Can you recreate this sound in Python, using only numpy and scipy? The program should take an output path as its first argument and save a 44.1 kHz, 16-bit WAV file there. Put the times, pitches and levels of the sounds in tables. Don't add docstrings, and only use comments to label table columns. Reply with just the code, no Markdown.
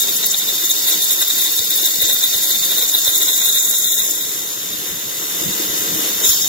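import sys
import numpy as np
from scipy import signal
from scipy.fft import rfft, irfft, next_fast_len
from scipy.io import wavfile
from scipy.ndimage import uniform_filter1d

SR = 44100
rng = np.random.default_rng(int(sys.argv[2]) if len(sys.argv) > 2 else 0)


def master_out(mix):
    frames = np.transpose(np.atleast_2d(mix))
    ceiling = np.clip(frames, -1, 1)
    pcm = np.round(ceiling * 32767).astype(np.int16)
    wavfile.write(sys.argv[1], SR, pcm)


def volts_from_db(level):
    exponent = np.asarray(level, float) / 20
    return 10 ** exponent


N = 285761
FFT_LEN = next_fast_len(N)
TIME_S = np.arange(N) / SR
FREQ_HZ = np.arange(FFT_LEN // 2 + 1) * SR / FFT_LEN

# (time [s], tooth pressure [dB], solid wood in kerf [dB])
FEED = [(0.0, -15.5, -3), (0.06, -22.5, 0), (0.5, -24, 1.5), (0.85, -21, 0.5), (1.7, -21, 1),
        (1.87, -19.5, -1), (1.98, -21, 0), (2.3, -20, 0), (2.85, -20.5, 0), (3.4, -18.5, -5.5),
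        (3.95, -20, -8), (4.2, -25.5, -6), (4.45, -29.5, -10), (4.7, -38.5, -7.5), (6.225, -33.5, -6),
        (6.25, -24.5, -4.5), (6.38, -29, 2), (6.48, -30.5, -2)]
# (time [s], contact [0-1])
CONTACT = [
    (4.5, 0.24),
    (4.75, 0.49),
    (6.2, 0.5),
    (6.24, 0.98),
]
# (time [s], level [dB], half length [s])
BITES = [(0.037, -23, 0.0093), (0.09, -23.1, 0.0063), (0.24, -18.5, 0.0073), (0.347, -19, 0.0055),
         (0.412, -27.5, 0.0187), (0.49, -22.5, 0.013), (0.55, -26, 0.0097), (0.643, -25, 0.011),
         (0.709, -22, 0.0091), (0.887, -19.5, 0.012), (0.927, -19, 0.013), (1.025, -21.5, 0.0132),
         (1.069, -29, 0.0117), (1.116, -21, 0.012), (1.222, -19, 0.015), (1.307, -19.5, 0.0047),
         (1.395, -24.5, 0.018), (1.424, -28, 0.0059), (1.459, -22.5, 0.022), (1.589, -21, 0.0077),
         (1.722, -21.5, 0.01), (1.789, -22.5, 0.012), (1.859, -20.5, 0.021), (1.943, -27, 0.007),
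         (2.038, -20.5, 0.022), (2.105, -19, 0.014), (2.159, -20.5, 0.01), (2.245, -18.5, 0.019),
         (2.343, -19, 0.0093), (2.449, -24, 0.015), (2.509, -21.5, 0.0096), (2.545, -22, 0.017),
         (2.633, -19, 0.0085), (2.716, -21, 0.013), (2.784, -18.5, 0.0072), (2.826, -21, 0.016),
         (2.856, -27, 0.0058), (2.949, -14.5, 0.0069), (2.987, -18, 0.0065), (3.075, -18, 0.016),
         (3.156, -20.5, 0.012), (3.218, -18, 0.011), (3.291, -19.5, 0.013), (3.333, -19.5, 0.0081),
         (3.422, -19.5, 0.0066), (3.461, -20, 0.0096), (3.492, -19.5, 0.012), (3.571, -18.5, 0.015),
         (3.733, -25, 0.01), (3.873, -23, 0.017), (3.93, -25, 0.0122), (3.997, -21, 0.014),
         (4.211, -28, 0.0103), (4.242, -30, 0.0064), (4.732, -30, 0.0097), (5.378, -31, 0.013),
         (5.53, -27.7, 0.009), (6.261, -23.5, 0.011), (6.325, -22.5, 0.007), (6.445, -28, 0.014)]
# (time [s], level [dB], half length [s])
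SQUEALS = [(0.026, -23, 0.0075), (0.088, -30, 0.0067), (0.122, -29, 0.0096), (0.168, -21, 0.0067),
           (0.243, -19.5, 0.0086), (0.314, -17, 0.0088), (0.387, -20.5, 0.01), (0.493, -27, 0.015),
           (0.559, -24, 0.009), (0.653, -20.5, 0.011), (0.711, -17.5, 0.01), (0.784, -27, 0.025),
           (0.88, -27, 0.016), (0.922, -19.5, 0.014), (1.03, -21, 0.012), (1.123, -21.5, 0.0179),
           (1.222, -18, 0.012), (1.306, -21.5, 0.0062), (1.378, -23, 0.0149), (1.421, -22, 0.0061),
           (1.45, -21, 0.015), (1.588, -24, 0.0071), (1.728, -28, 0.021), (1.858, -17, 0.0099),
           (2.053, -22, 0.022), (2.099, -18, 0.0097), (2.23, -24, 0.019), (2.337, -26, 0.0119),
           (2.392, -31, 0.013), (2.441, -22, 0.0099), (2.48, -24, 0.0068), (2.524, -21, 0.0103),
           (2.642, -22.5, 0.0189), (2.819, -22, 0.039), (2.892, -21, 0.0091), (2.998, -24, 0.027),
           (3.059, -21, 0.022), (3.155, -22.4, 0.023), (3.192, -29, 0.0079), (3.228, -21, 0.0081),
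           (3.261, -22, 0.0088), (3.34, -21, 0.011), (3.416, -29, 0.02), (3.466, -22, 0.011),
           (3.53, -21, 0.0082), (3.6, -23, 0.024), (3.655, -21.5, 0.013), (3.77, -22, 0.019),
           (3.826, -27, 0.0098), (3.87, -21.5, 0.0068), (3.915, -21.5, 0.013), (3.987, -21.5, 0.0092),
           (4.068, -25, 0.01), (4.112, -20.5, 0.0097), (4.182, -29.3, 0.0257), (4.292, -34, 0.021),
           (6.205, -33, 0.012), (6.289, -23, 0.027), (6.334, -26, 0.0099), (6.425, -28, 0.0073)]
# (time [s], level [dB], half length [s])
SPRAYS = [(0.025, -19, 0.0072), (0.094, -27, 0.0079), (0.164, -21.5, 0.024), (0.264, -16.5, 0.0095),
          (0.318, -23, 0.0104), (0.384, -21, 0.014), (0.49, -23, 0.0178), (0.552, -23, 0.012),
          (0.652, -18.5, 0.011), (0.705, -16.5, 0.0113), (0.89, -15.5, 0.022), (0.943, -22, 0.0171),
          (1.036, -18.5, 0.0167), (1.12, -17.5, 0.022), (1.214, -18.5, 0.017), (1.281, -18, 0.0061),
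          (1.356, -22, 0.0066), (1.382, -19, 0.0072), (1.424, -20, 0.033), (1.525, -17.5, 0.0058),
          (1.572, -19.5, 0.0145), (1.648, -21.5, 0.0073), (1.708, -19.5, 0.0071), (1.765, -17.5, 0.016),
          (1.821, -24, 0.0104), (1.861, -17.5, 0.011), (2.022, -14, 0.0089), (2.095, -20, 0.014),
          (2.138, -16.5, 0.0081), (2.239, -20, 0.021), (2.34, -23, 0.007), (2.372, -24, 0.0085),
          (2.435, -18, 0.012), (2.507, -21, 0.04), (2.648, -19, 0.012), (2.713, -19.5, 0.0091),
          (2.783, -18.4, 0.011), (2.832, -19, 0.015), (2.947, -19, 0.019), (2.986, -18, 0.0063),
          (3.081, -20.5, 0.024), (3.156, -20, 0.0105), (3.182, -14, 0.0049), (3.228, -17, 0.013),
          (3.307, -22, 0.0074), (3.364, -21, 0.0081), (3.46, -18, 0.017), (3.492, -17, 0.0058),
          (3.56, -19, 0.016), (3.633, -22, 0.0097), (3.698, -15.5, 0.0068), (3.791, -17, 0.0085),
          (3.871, -20.5, 0.0073), (3.931, -23, 0.018), (3.994, -20, 0.0122), (4.051, -24.7, 0.02),
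          (4.108, -19, 0.0075), (4.212, -28, 0.0232), (6.289, -17, 0.043), (6.424, -26, 0.0118)]
# (frequency [Hz], level [dB per Hz])
CUT_COLOUR = [(200, -85), (600, -23.5), (1300, -25.5), (1950, -21), (2500, -25), (2900, -28.5),
              (3300, -21.5), (3700, -12.5), (4100, -10.5), (4500, -16.5), (4850, -19), (5300, -15.5),
              (5750, -12.5), (6200, -10), (7500, -8.5), (11500, -12), (12500, -16.5), (14300, -13),
              (15500, -12)]
# (frequency [Hz], width [Hz], level against colour [dB])
CUT_MODES = [(3590, 100, 7), (3660, 35, 6), (3730, 35, 8), (3810, 60, 4), (1520, 70, 2), (1980, 70, -2),
             (11800, 150, -3), (4530, 50, 1), (4940, 45, 1), (5260, 120, -3), (6410, 50, 0), (6940, 130, 0),
             (7430, 60, -3), (7770, 50, -2), (10990, 80, -2), (11375, 140, -1), (13550, 180, -4),
             (15269, 11, 3)]
# (frequency [Hz], half width [Hz], level in solid wood [dB], slope [dB per dB of wood])
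KERF = [(2410, 110, 2, -0.1), (3604, 70, 2, 0.4), (4280, 130, 0.1, 0.3), (2200, 50, -3, .3),
        (2650, 60, -4, .2), (3220, 60, -5, .1), (4150, 55, -7, .2), (4840, 55, -6, .6), (5870, 80, -7, -.3),
        (6400, 85, 1, -0.2), (7180, 380, 0.4, -0.4), (11260, 160, -1.5, -0.7), (11650, 150, 4, 0.7),
        (13000, 350, -0.2, -0.6), (13570, 200, 2.5, -0.2), (14500, 330, -3.5, -0.9),
        (15100, 150, 1.5, -0.5)]
# (frequency [Hz], half width [Hz], level [dB])
FRESH_KERF = [(1140, 320, 1.5), (3210, 200, 11), (4150, 70, -5), (5170, 130, 2.5), (6800, 140, 2),
              (7750, 170, -8), (10400, 150, 5.5), (11400, 550, -7), (14000, 300, 2.5), (15270, 120, -9)]
# (from [Hz], to [Hz], level in solid wood [dB], slope [dB per dB of wood])
GAPS = [(2100, 3350, 1.43, 0.27), (4250, 5150, 0.5, 0.28), (5150, 6000, 1.46, 0.2),
        (12500, 15750, 0.5, 0.27)]
NOTCH_GAP = 7950, 9330, 6.8, 2.05
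# (time [s], gain [dB])
GAIN = [
    (0.0, 0.5),
    (0.8, 0.5),
    (1.6, -0.9),
    (3.2, -0.7),
    (4.2, -1.5),
    (5.2, 1.5),
    (5.6, 4),
    (6.0, 5),
    (6.22, 5),
    (6.34, -1.5),
]
# (frequency [Hz], level [dB per Hz])
WHEEL_COLOUR = [(250, -75), (700, -20.5), (1300, -12.5), (1900, -12), (2500, -14.5), (3250, -8.5),
                (4100, -7), (4500, -8), (6300, -5), (7600, -5.5), (9900, 0), (11000, -10), (12400, -9.5),
                (13000, -3.5), (13500, -11.5), (14300, -3.5), (15500, -12)]
# (frequency [Hz], width [Hz], level against colour [dB])
WHEEL_MODES = [(950, 40, -2), (2008, 9, 6), (3630, 170, 1), (6490, 150, -3), (6950, 100, -2),
               (7290, 120, -2), (11300, 110, -2), (11810, 60, -2), (12080, 150, -1), (13100, 300, -6),
               (13800, 200, -3), (14290, 110, 2), (15090, 100, 2)]
# (frequency [Hz], level [dB per Hz])
MOTOR_COLOUR = [(60, -80), (130, -13.5), (200, -14.5), (260, -9), (320, -6.5), (450, -2.5), (670, -11),
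                (1200, -32), (2500, -42.5)]
# (frequency [Hz], width [Hz], level against colour [dB])
HOUSING_MODES = [(200, 4, 13), (313, 16, 5)]
# (frequency [Hz], level [dB per Hz])
FRAME_COLOUR = [(20, -42), (50, -14.5), (100, -9), (170, 0), (220, -3.5), (320, -16), (600, -84)]
# (time [s], peak [dB], pitch [Hz])
KNOCKS = [(0.234, -27.5, 428), (0.637, -26.5, 323), (1.194, -30, 313), (1.334, -29, 320), (1.616, -30, 487),
          (1.828, -26, 355), (2.022, -25.5, 536), (2.088, -31, 525), (2.504, -26.5, 375), (2.827, -27, 478),
          (2.981, -31, 501), (3.072, -24.5, 525), (3.195, -28, 410), (3.302, -30, 407), (3.485, -29, 418),
          (4.889, -31, 340), (5.427, -23, 326), (5.503, -29, 345), (5.597, -21, 317), (5.813, -26, 409),
          (5.989, -26, 266), (6.098, -30, 310), (6.245, -23, 412), (6.395, -28, 345)]
# (time [s], peak [dB], pitch [Hz])
THUMPS = [(0.427, -50, 90), (0.602, -50, 75.4), (0.706, -51, 53.8), (1.184, -50, 90), (1.387, -50, 80),
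          (1.835, -51, 80.76), (3.847, -48, 80.7), (4.1, -62, 70), (4.496, -53, 100), (1.096, -48, 72.7),
          (1.309, -50, 59.1), (1.576, -39, 83.4), (2.011, -36.5, 83.4), (2.329, -43, 97.04),
          (2.484, -51, 72.7), (2.668, -57, 65), (2.811, -45, 64.6), (3.059, -37, 83.4), (3.451, -44, 90),
          (3.633, -52, 83.4), (3.734, -53, 99.34), (3.967, -47, 80.7), (4.269, -49, 96.9),
          (4.389, -63, 88.8), (4.718, -52, 53.8), (4.886, -43, 69), (5.673, -40, 75), (6.268, -48, 32.3),
          (6.268, -35, 78.1)]
# (time [s], level [dB], half length [s])
CHIRPS = [
    (6.255, -32, 0.006),
    (6.268, -29, 0.004),
    (6.28, -23.5, 0.0025),
    (6.292, -21.5, 0.0023),
    (6.302, -25, 0.0035),
    (6.325, -27, 0.0045),
    (6.346, -27, 0.004),
    (6.415, -31, 0.003),
    (6.423, -18.5, 0.0031),
    (6.446, -26, 0.004),
]
# (frequency [Hz], width [Hz], level [dB])
CHIRP_MODES = [(5300, 180, 5), (6860, 280, -1)]
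# (frequency [Hz], phase [rad])
PORT_LEAD = [(0, 0.6), (350, 0.84), (800, 2), (1980, 5), (3190, -2), (3530, 0), (4480, -6.5), (6370, -3.5),
             (7060, 3), (7490, 1.5), (9470, 21), (10200, 20.5), (10900, 24.5), (13600, 34.5), (14800, 39),
             (16200, 54)]
# (frequency [Hz], level [dB])
PORT_BALANCE = [(30, -5), (80, -3), (170, -1), (380, 2.5), (700, 3.8), (1400, 1.2), (4400, .9), (9000, 2.2),
                (15000, -.3)]
# (frequency [Hz], share [0-1])
PORT_SHARE = [(60, .3), (200, .75), (380, .5), (700, .15), (1500, .42), (2500, .25), (3600, .6), (6000, .5),
              (9000, .75), (11000, .5), (12300, .25), (15000, .45)]
# (frequency [Hz], level [dB])
PORT_NOTCH = [(60, 0), (7750, 0), (8050, -10), (8250, -11), (8450, -16), (8750, -13), (9150, -14),
              (9450, -9), (9900, -6), (10900, 0)]
# (frequency [Hz], level [dB])
THRESHOLD = [(40, -24), (150, -27), (600, -20), (1000, -16.5), (2200, -10), (2800, -6.5), (4300, -3.5),
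             (5900, -5), (6800, -7), (8100, -3), (9100, -2), (9500, -5), (10500, -6), (12500, -10),
             (15000, -10)]

PART_EDGES_HZ = 900, 3200, 4200, 5200, 8600, 12400
TOP_HZ = 15760
ROLLER_HZ = 70.62
ROLLER_LEAD_RAD = 3.0, 3.0, 3.0, -1.0, 3.1, 3.1
ROLLER_GRIP = 0.4, 0.75, 0.3, 0.81, 1.0, 0.8
GRAIN_SWELL_DB = 1.0, 0.7, 0.63, 0.6, 0.78, 0.7
LAYER_DB = -13, -0.5, -5.5, 2.2, 3.5
FRESH_CUT_S, FRESH_SHIFT_DB = 6.225, (-1, -4.5, -3.5, 0, -2)
SWELL_DB = -16, -1.5, -3, -2
MOTOR_DB, WHEEL_DB, FRAME_DB = -42, -40, -55
LOAD_DB, LOAD_RANGE_DB = -23.5, 1.0
MOTOR_FREED_DB, FRAME_FREED_DB = 0.6, 8.5


def along(table):
    hz, value = np.transpose(table)
    return np.interp(np.log(np.maximum(FREQ_HZ, 1)), np.log(hz), value)


def curves(table):
    s, *columns = np.transpose(table)
    return [np.interp(TIME_S, s, column) for column in columns]


def filtered(spectrum, response):
    return irfft(spectrum * response, FFT_LEN)[:, :N]


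def walk(rate_hz):
    hold = int(SR / rate_hz)
    level = np.repeat(rng.standard_normal(N // hold + 1), hold)
    level = uniform_filter1d(uniform_filter1d(level, hold), hold)[:N]
    return level / level.std()


def body(colour, modes):
    rings = 0
    for hz, width_hz, db in modes:
        damping = 1j * FREQ_HZ * width_hz
        rings = rings + volts_from_db(db) * damping / (hz ** 2 - FREQ_HZ ** 2 + damping)
    return volts_from_db(along(colour)) * (1 + rings)


def heard(push, response, lo_hz, hi_hz):
    power = np.abs(response) ** 2
    band = (FREQ_HZ > lo_hz) & (FREQ_HZ < hi_hz)
    gain = response / np.sqrt(np.sum(power[band]) / len(FREQ_HZ))
    both, left, right = rfft(push, FFT_LEN) * gain
    share = np.clip(along(PORT_SHARE), 0, 1)
    alike, apart = np.sqrt(share), np.sqrt(1 - share)
    lag = np.exp(-1j * np.interp(FREQ_HZ, *np.transpose(PORT_LEAD)))
    tilt = volts_from_db(along(PORT_BALANCE) / 2)
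    left_port = (alike * both + apart * left) * tilt
    right_port = (alike * both * lag + apart * right) / tilt
    return np.sqrt(2) * irfft([left_port, right_port], FFT_LEN)[:, :N]


def chips(scatter_db):
    tear = rng.standard_normal((3, N)) * volts_from_db(scatter_db * rng.exponential(size=(3, N)))
    return tear / tear.std()


def snags(rate_hz, fade_s):
    catch = (rng.random(N) < rate_hz / SR) * rng.exponential(size=N)
    pull = signal.lfilter([1], [1, -np.exp(-1 / (fade_s * SR))], catch)
    pull = uniform_filter1d(pull, SR // 400)
    return (pull - pull.mean()) / pull.std()


def swell_power(table, stretch):
    power = np.zeros(N)
    for s, db, half_s in table:
        near = slice(max(int((s - 0.1) * SR), 0), int((s + 0.1) * SR))
        power[near] += volts_from_db(2 * db) * 0.5 ** (((TIME_S[near] - s) / (stretch * half_s)) ** 2)
    return power


def roller(depth, sharp, lead_rad):
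    turn = np.cos(2 * np.pi * ROLLER_HZ * TIME_S + lead_rad)
    throb = 1 + depth * np.exp(sharp * (turn - 1))
    return throb / np.sqrt(np.mean(throb ** 2))


def cutting_forces():
    contact, = curves(CONTACT)
    pressure_db, solid_db = curves(FEED)
    layers_db = np.array(LAYER_DB)[:, None] + np.outer(FRESH_SHIFT_DB, TIME_S > FRESH_CUT_S)
    layers_db[2] += solid_db
    steady = volts_from_db(pressure_db + layers_db + 4.0) * contact
    growl, ring, hiss, sizzle = volts_from_db(2 * np.array(SWELL_DB))
    bites = swell_power(BITES, stretch=0.96)
    squeals = hiss * swell_power(SQUEALS, stretch=0.81)
    sprays = sizzle * swell_power(SPRAYS, stretch=0.71)
    swells = [growl * bites, ring * bites, np.zeros(N), squeals, sprays]
    force = np.sqrt(steady ** 2 + swells)
    upper = np.sqrt(steady[-1] ** 2 * volts_from_db(0.5) + volts_from_db(-1.5) * sprays)
    return [*force[:-1], volts_from_db(-4.0) * force[-1], volts_from_db(-1.9) * upper]


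def cutting():
    blade = body(CUT_COLOUR, CUT_MODES) * volts_from_db(along(PORT_NOTCH))
    shared = snags(rate_hz=70, fade_s=0.0026)
    over = [1, *(np.clip((FREQ_HZ - hz) / 200 + 0.5, 0, 1) for hz in PART_EDGES_HZ[1:]), 0]
    edges_hz = [*PART_EDGES_HZ, TOP_HZ]
    out = 0
    for k, force in enumerate(cutting_forces()):
        throb = roller(depth=0.74, sharp=0.71, lead_rad=ROLLER_LEAD_RAD[k]) - 1
        chatter = 0.7 * shared + 0.7 * snags(rate_hz=60, fade_s=0.004)
        flutter = volts_from_db(1.1 * np.minimum(chatter, 2.6) + GRAIN_SWELL_DB[k] * walk(90))
        push = chips(scatter_db=2.0) * force * flutter * (1 + ROLLER_GRIP[k] * throb)
        part = blade * np.sqrt(over[k] - over[k + 1])
        out = out + heard(push, part, edges_hz[k], edges_hz[k + 1])
    return out


def kerf(x):
    spectrum, solid_db = rfft(x, FFT_LEN), curves(FEED)[1]

    def bell(hz, half_hz):
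        return filtered(spectrum, np.exp(-((FREQ_HZ - hz) / half_hz) ** 2))

    old = sum(bell(hz, half_hz) * (volts_from_db(db + slope * solid_db) - 1) for hz, half_hz, db, slope in KERF)
    new = sum(bell(hz, half_hz) * (volts_from_db(db) - 1) for hz, half_hz, db in FRESH_KERF)
    return x + np.where(TIME_S > FRESH_CUT_S, new, old)


def running():
    gain_db, = curves(GAIN)
    contact, = curves(CONTACT)
    freed = 1 / (1 + np.exp((curves(FEED)[0] - LOAD_DB) / LOAD_RANGE_DB))
    motor_db = gain_db + MOTOR_DB + MOTOR_FREED_DB * freed
    frame_db = gain_db + FRAME_DB + FRAME_FREED_DB * freed
    shake = walk(21.91)
    drone = rng.standard_normal((3, N)) * volts_from_db(motor_db + 1.0 * shake + 1.53 * walk(35))
    rumble = rng.standard_normal((3, N)) * volts_from_db(frame_db - 2 + 4.5 * walk(24))
    hiss = chips(scatter_db=1.5) * volts_from_db(gain_db + WHEEL_DB + 0.77 * shake)
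    hiss = hiss * roller(depth=0.32, sharp=1.1, lead_rad=-0.66)
    wheels = heard(hiss, body(WHEEL_COLOUR, WHEEL_MODES) * volts_from_db(along(PORT_NOTCH)), 900, 2640)
    singing = filtered(rfft(wheels, FFT_LEN), FREQ_HZ > 3200)
    damped = wheels - 0.55 * contact * singing
    motor = heard(drone, body(MOTOR_COLOUR, HOUSING_MODES), 150, 990)
    frame = heard(rumble, volts_from_db(along(FRAME_COLOUR)), 60, 280)
    return motor + frame + damped


def fill_gaps(x):
    spectrum, solid_db = rfft(x, FFT_LEN), curves(FEED)[1]
    thinnest_db = np.clip(np.minimum.accumulate(solid_db), -5.5, 0)
    wood_db = [solid_db] * len(GAPS) + [thinnest_db]
    out = x
    for (lo_hz, hi_hz, db, slope), wood in zip([*GAPS, NOTCH_GAP], wood_db):
        gap = filtered(spectrum, (FREQ_HZ > lo_hz) & (FREQ_HZ < hi_hz))
        out = out + gap * (volts_from_db(db + slope * wood) - 1)
    return out


def knocks():
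    out, t = np.zeros(N + SR), TIME_S[:SR // 20]
    fade = t / 0.0035
    for s, peak_db, hz in KNOCKS:
        i = int(s * SR)
        out[i:i + len(t)] += volts_from_db(peak_db - 2.5) * fade * np.exp(1 - fade) * np.sin(2 * np.pi * hz * t)
    return np.array([volts_from_db(2.0) * out[:N], volts_from_db(-3.0) * np.roll(out, 14)[:N]])


def thumps(width_s, lean_db):
    out, t = np.zeros((2, N + SR)), TIME_S[:SR // 10] - 4 * width_s
    quarter = np.array([[np.pi / 2], [0]])
    knock = np.exp(-(t / 0.0026) ** 2) * np.cos(2 * np.pi * 300 * t)
    for s, peak_db, hz in THUMPS:
        i = int(s * SR)
        swing = np.cos(2 * np.pi * hz * t - quarter)
        jolt = volts_from_db(peak_db) * 2 * np.exp(-(t / width_s) ** 2) * swing
        out[:, i:i + len(t)] += jolt + volts_from_db(peak_db - 9) * knock
    return out[:, :N] * volts_from_db(np.array([[-lean_db], [lean_db]]))


def chirps():
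    rings = sum(volts_from_db(db) / (1 + ((FREQ_HZ - hz) / width_hz) ** 2) for hz, width_hz, db in CHIRP_MODES)
    bursts = rng.standard_normal((3, N)) * np.sqrt(swell_power(CHIRPS, stretch=0.91))
    return heard(bursts, rings, 4500, 7800)


def scene():
    saw = fill_gaps(kerf(cutting()) + running())
    return saw + knocks() + thumps(width_s=0.007, lean_db=2.5) + chirps()


def thin_spectrum(x, luck_db, size=1024, count=10):
    offset = 742
    window = np.sin(np.pi * (np.arange(2 * size) + 0.5) / (2 * size))
    pair = np.pad([x[0] + x[1], x[0] - x[1]], [(0, 0), (offset, 0)]) / 2
    hz, _, z = signal.stft(pair, SR, window=window, nperseg=2 * size)
    power = np.abs(z) ** 2
    luck = rng.standard_normal((size // count + 1, z.shape[2] + 1))
    luck = (luck[:, 1:] + luck[:, :-1]) / np.sqrt(2)
    luck = np.repeat(luck, count, axis=0)[:size + 1]
    threshold_db = np.interp(hz, *np.transpose(THRESHOLD))[:, None] + luck_db * luck
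    step = power.mean(axis=(0, 1)) * volts_from_db(2 * threshold_db)
    kept = signal.istft(z * (power > step), SR, window=window, nperseg=2 * size)[1]
    mid, side = kept[:, offset:][:, :N]
    return np.array([mid + side, mid - side])


def top_cut(x):
    return signal.sosfilt(signal.butter(12, 16650, fs=SR, output="sos"), x)


def record(dry):
    limited = filtered(rfft(dry, FFT_LEN), FREQ_HZ < TOP_HZ)
    mix = np.clip(thin_spectrum(limited, luck_db=5.6), -1, 1)
    return top_cut(mix)


dry = scene()
out = record(dry)
master_out(out)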